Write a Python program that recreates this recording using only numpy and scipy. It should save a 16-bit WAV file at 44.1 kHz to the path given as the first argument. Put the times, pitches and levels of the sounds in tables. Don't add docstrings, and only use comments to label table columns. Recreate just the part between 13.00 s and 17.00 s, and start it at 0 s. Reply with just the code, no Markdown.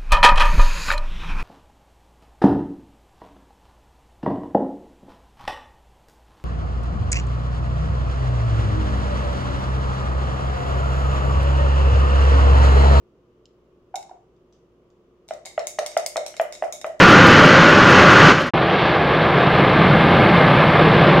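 import sys
import numpy as np
from scipy import signal
from scipy.fft import rfft, irfft
from scipy.io import wavfile
from scipy.ndimage import uniform_filter1d

SR = 44100
rng = np.random.default_rng(int(sys.argv[2]) if len(sys.argv) > 2 else 0)


def wrap_up_sound(samples):
    columns = np.atleast_2d(samples).T
    tamed = np.clip(columns, -1, 1)
    steps = np.round(tamed * 32767).astype(np.int16)
    wavfile.write(sys.argv[1], SR, steps)


N = 176400

# (frequency [Hz], relative level [dB], t60 [s])
CUP_MODES = [(642.6, 0.5, 0.028), (510, -39, 0.0083), (935, -44, 0.004), (1260, -7, 0.0098),
             (1975, -10.5, 0.01), (2280, -21, 0.014), (2950, -17.5, 0.0072)]
CUP_HZ = 637.9
def knock(db, pitch_hz, bright_db, ring=1, size=4096):
    t = np.arange(size) / SR
    swell_s, scuff_s, scuff_db = 0.0019, 0.0022, -47
    body = np.zeros(size)
    for hz, mode_db, t60 in CUP_MODES:
        ratio = hz / CUP_HZ
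        gain = amp(mode_db + bright_db * np.log2(ratio))
        swell = 1 - np.exp(-(t * ratio / swell_s) ** 2)
        fade = amp(-60 * t / (t60 * ring))
        body -= gain * swell * fade * np.cos(2 * np.pi * ratio * pitch_hz * t)
    scuff = signal.sosfilt(signal.butter(2, 3000, fs=SR, output="sos"), rng.standard_normal(size))
    return amp(db) * (body + amp(scuff_db) * scuff * np.exp(-t / scuff_s))


# (time [s], level [dB], air pitch [Hz], brightness [dB/octave])
SHAKE_KNOCKS = [(2.3078, -16, 645, -1), (2.5775, -9.5, 641, 0.5), (2.7863, -8, 644, 0.5),
                (2.791, -19, 623, 4.5), (2.9665, -5, 651, 0.5), (3.1584, -8, 636, -1),
                (3.1755, -12.5, 658, -1.5), (3.3405, -34.5, 640, 7.5), (3.3971, -5, 647, 1.5),
                (3.6229, -7.5, 637, -2), (3.6375, -15, 667, -0.5), (3.8437, -9.5, 639, 0.5)]
def shake_cup(mix):
    for s, db, hz, bright_db in SHAKE_KNOCKS:
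        hit = knock(db, hz, bright_db)
        add(mix, s, in_room(hit, room_db=-2, build_s=0.0082, lead_s=0.00002, pan_db=0.3))


# (time [s], level [dB], air pitch [Hz])
DICE_DROPS = [(.9408, -20.5, 757), (.9462, -20.5, 728), (.972, -34, 772), (1.0475, -43, 765),
              (1.093, -38, 930), (1.111, -31.5, 723)]
def drop_dice(mix):
    for s, db, hz in DICE_DROPS:
        hit = knock(db, hz, bright_db=-9.5, ring=1.26)
        add(mix, s, in_room(hit, room_db=0.5, build_s=0.0082))


def clack(db, bright_db, spectrum, peaks=(), size=4096):
    hz, t = np.fft.rfftfreq(size, 1 / SR), np.arange(size // 8) / SR
    chatter, chatter_s, boost_db = 0.36, 0.00063, 8
    colour = read(spectrum, hz) + bright_db * np.log2(np.maximum(hz, 2500) / 6500)
    colour += sum(bell(hz, *peak) for peak in peaks)
    contact = chatter * rng.standard_normal(len(t)) * np.exp(-t / chatter_s)
    contact[0] = 1
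    contact = rfft(contact, size)
    contact /= np.sqrt(uniform_filter1d(abs(contact) ** 2, size=160))
    return amp(db + boost_db) * signal.fftconvolve(irfft(contact), causal(colour))[:size // 2]


# (frequency [Hz], level [dB])
CLACK_COLOUR = [(200, -29.5), (650, 3), (1300, -13), (2600, -9), (3100, -9.5), (4400, -1), (5300, 2),
                (7000, 2.5), (9000, -4), (12000, -9.5), (16000, -23)]
# (frequency [Hz], width [Hz], boost [dB])
CUP_PEAKS = [(2162, 196, 13.5), (3738, 190, 12.5), (5390, 270, 5.5), (6270, 170, 5), (6940, 270, 5.5),
             (8100, 280, 1.5), (8590, 310, 5)]
# (time [s], relative level [dB], brightness [dB/octave], room send [dB])
CLACKS_AND_ECHOES = [(.957, -16.5, -3, -3), (.9635, -23, -2, 1), (1.028, -33, -4, -10), (1.095, -46, -9, 0),
                     (2.2815, -38.5, 3, 1), (2.2877, -29.5, -6, 5), (2.3197, -40, -9, -5),
                     (2.3364, -29.5, -2.5, -1), (2.4525, -30, -6.5, 2), (2.457, -19, -0.5, 4.5),
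                     (2.4634, -29, -10.5, 3), (2.5935, -22.5, -9.5, 2.5), (2.5997, -36, -8, 1),
                     (2.6705, -9.5, 2, 2), (2.7901, -12, -3.5, -0.5), (2.8625, -10.5, -1.5, 1),
                     (2.9168, -29, -7.5, 6), (2.9744, -11, -2, 0.5), (2.997, -22, 0, -15),
                     (3.0625, -4.5, 2, -1), (3.1687, -11, -5.5, -1.5), (3.2639, -14.5, -2.5, 2),
                     (3.2805, -21.5, 1, -1), (3.367, -24, -5.5, 5), (3.4147, -26, 12.5, 0.5),
                     (3.5247, -21, -4.5, 1), (3.531, -29.5, -3.5, 12.5), (3.552, -24.5, -3, 0),
                     (3.6304, -34.5, 0, 6), (3.6447, -32.5, 1, 4), (3.7252, -14.5, 1, 4.5),
                     (3.8139, -22.5, -5, 0), (3.8649, -28.5, 3, 2), (3.9954, -28.5, -4, 11.5)]
def clacks_and_echoes(mix):
    for s, db, bright_db, room_db in CLACKS_AND_ECHOES:
        sound = clack(db, bright_db, CLACK_COLOUR, CUP_PEAKS)
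        lead_s = 0.00008 * rng.uniform(0.067, 1.7)
        add(mix, s, in_room(sound, room_db, build_s=0.0027, lead_s=lead_s, pan_db=0.3))


# (frequency [Hz], level [dB])
TOUCH_COLOUR = [(200, -28), (1500, -37), (3000, 4.5), (5000, 4.5), (7200, 2), (9000, -26), (16000, -35)]
# (time [s], relative level [dB], brightness [dB/octave], room send [dB])
LIGHT_TOUCHES = [(0.456, -37.5, -0.5, -7), (1.365, -61, -1, 4), (1.526, -47.5, 3.5, 8.5),
                 (1.903, -52, 6, 3)]
def touch_pieces(mix):
    for s, db, bright_db, room_db in LIGHT_TOUCHES:
        add(mix, s, in_room(clack(db, bright_db, TOUCH_COLOUR), room_db, build_s=0.0027))


# (delay [s], left level [dB], right level [dB])
REFLECTIONS = [(.0012, -4.5, -1.5), (.0063, -15, -7.5), (.0095, -28, -12.5)]
def in_room(sound, room_db, build_s, lead_s=0, pan_db=0, size=32768):
    hz = np.fft.rfftfreq(size, 1 / SR)
    tail = room_tail(room_db, build_s, size) + standing_waves(size)
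    pan_db = pan_db + bell(hz, 10400, 4300, db=4)
    near = amp([pan_db, -pan_db]) * np.exp(-2j * np.pi * hz * np.array([[0], [lead_s]]))
    for delay, left_db, right_db in REFLECTIONS:
        delays = delay + rng.normal(0, 0.00022) + rng.normal(0, 0.00005, (2, 1))
        near += amp([[left_db], [right_db]]) * np.exp(-2j * np.pi * hz * delays)
    return irfft((near + rfft(tail)) * rfft(sound, size))[:, :size * 3 // 4]


# (frequency [Hz], level at 0 dB send [dB], t60 [s])
REVERB = [(189, -9.5, 0.2), (556, 3, 0.34), (1270, -1, 0.35), (2040, 1, 0.4), (3760, -1, 0.35),
          (7200, -2, 0.38), (11200, 0, 0.25), (16000, 0.5, 0.15)]
def room_tail(room_db, build_s, size):
    _, noise = diffuse(size, likeness_hz=600)
    hz, t, bands = signal.stft(irfft(noise), SR, nperseg=256)
    t60 = read(REVERB, hz, column=2)[:, None]
    envelope = amp(-60 * t / t60) * (1 - np.exp(-(t / build_s) ** 3))
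    envelope /= np.sqrt((envelope ** 2).mean(1, keepdims=True) * size)
    gain = amp(read(REVERB, hz)[:, None] + room_db)
    return signal.istft(bands * envelope * gain, SR, nperseg=256)[1][:, :size]


# (frequency [Hz], relative level [dB], t60 [s])
ROOM_MODES = [(458.7, -40, 0.27), (528, -40.5, 0.34), (597, -39.5, 0.52), (615, -55, 0.73)]
def standing_waves(size, gain_db=-15.5):
    t = np.arange(size) / SR
    return sum(amp(gain_db + db - 60 * t / t60) * np.cos(2 * np.pi * f * t) for f, db, t60 in ROOM_MODES)


# (frequency [Hz], relative level [dB])
AIR_COLOUR = [(25, -19), (45, -15), (80, -17), (130, -14), (250, -11.5), (360, -10), (450, -8.5),
              (600, -17), (800, -26.5), (1150, -22), (1600, -34), (2300, -36.5), (3000, -34.5), (4000, -43),
              (6500, -45), (8500, -55), (16000, -55)]
# (frequency [Hz], RMS level [dB])
HUM_LINES = [(58.5, -70.5), (120, -73), (165, -75.5), (189, -80), (355.3, -63.5), (382, -70.5)]
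def room_tone(air_db=-60):
    t = np.arange(N) / SR
    hz, noise = diffuse(N, likeness_hz=1110)
    air = irfft(noise * amp(read(AIR_COLOUR, hz)), N)
    hum = sum(amp(db) * np.sqrt(2) * np.sin(2 * np.pi * (f * t + rng.random())) for f, db in HUM_LINES)
    return amp(air_db) * air / air.std() + hum


def amp(db):
    return 10 ** (np.asarray(db) / 20)


def bell(hz, centre_hz, width_hz, db):
    return db / (1 + (2 * (hz - centre_hz) / width_hz) ** 2)


def read(points, hz, column=1):
    columns = np.transpose(points)
    return np.interp(np.log(hz + 1), np.log(columns[0] + 1), columns[column])


def add(mix, s, sound):
    part = mix[:, round(s * SR):][:, :sound.shape[1]]
    part += sound[:, :part.shape[1]]


def causal(db, size=4096):
    log_gain = np.log(amp(np.r_[db, db[-2:0:-1]]))
    phase = -signal.hilbert(log_gain).imag[:len(db)]
    return irfft(amp(db) * np.exp(1j * phase))[:size // 2]


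def diffuse(size, likeness_hz):
    hz = np.fft.rfftfreq(size, 1 / SR)
    same = .93 / (1 + (hz / likeness_hz) ** 4)
    mid, side = rfft(rng.standard_normal((2, size)))
    mid, side = mid * np.sqrt((1 + same) / 2), side * np.sqrt((1 - same) / 2)
    return hz, np.array([mid + side, mid - side])


def scene():
    mix = room_tone()
    drop_dice(mix)
    shake_cup(mix)
    clacks_and_echoes(mix)
    touch_pieces(mix)
    return mix


def record(dry):
    high_cut = signal.firwin(511, 16300, window=("kaiser", 9), fs=SR)
    return signal.oaconvolve(dry, high_cut[None], "same")


dry = scene()
out = record(dry)
wrap_up_sound(out)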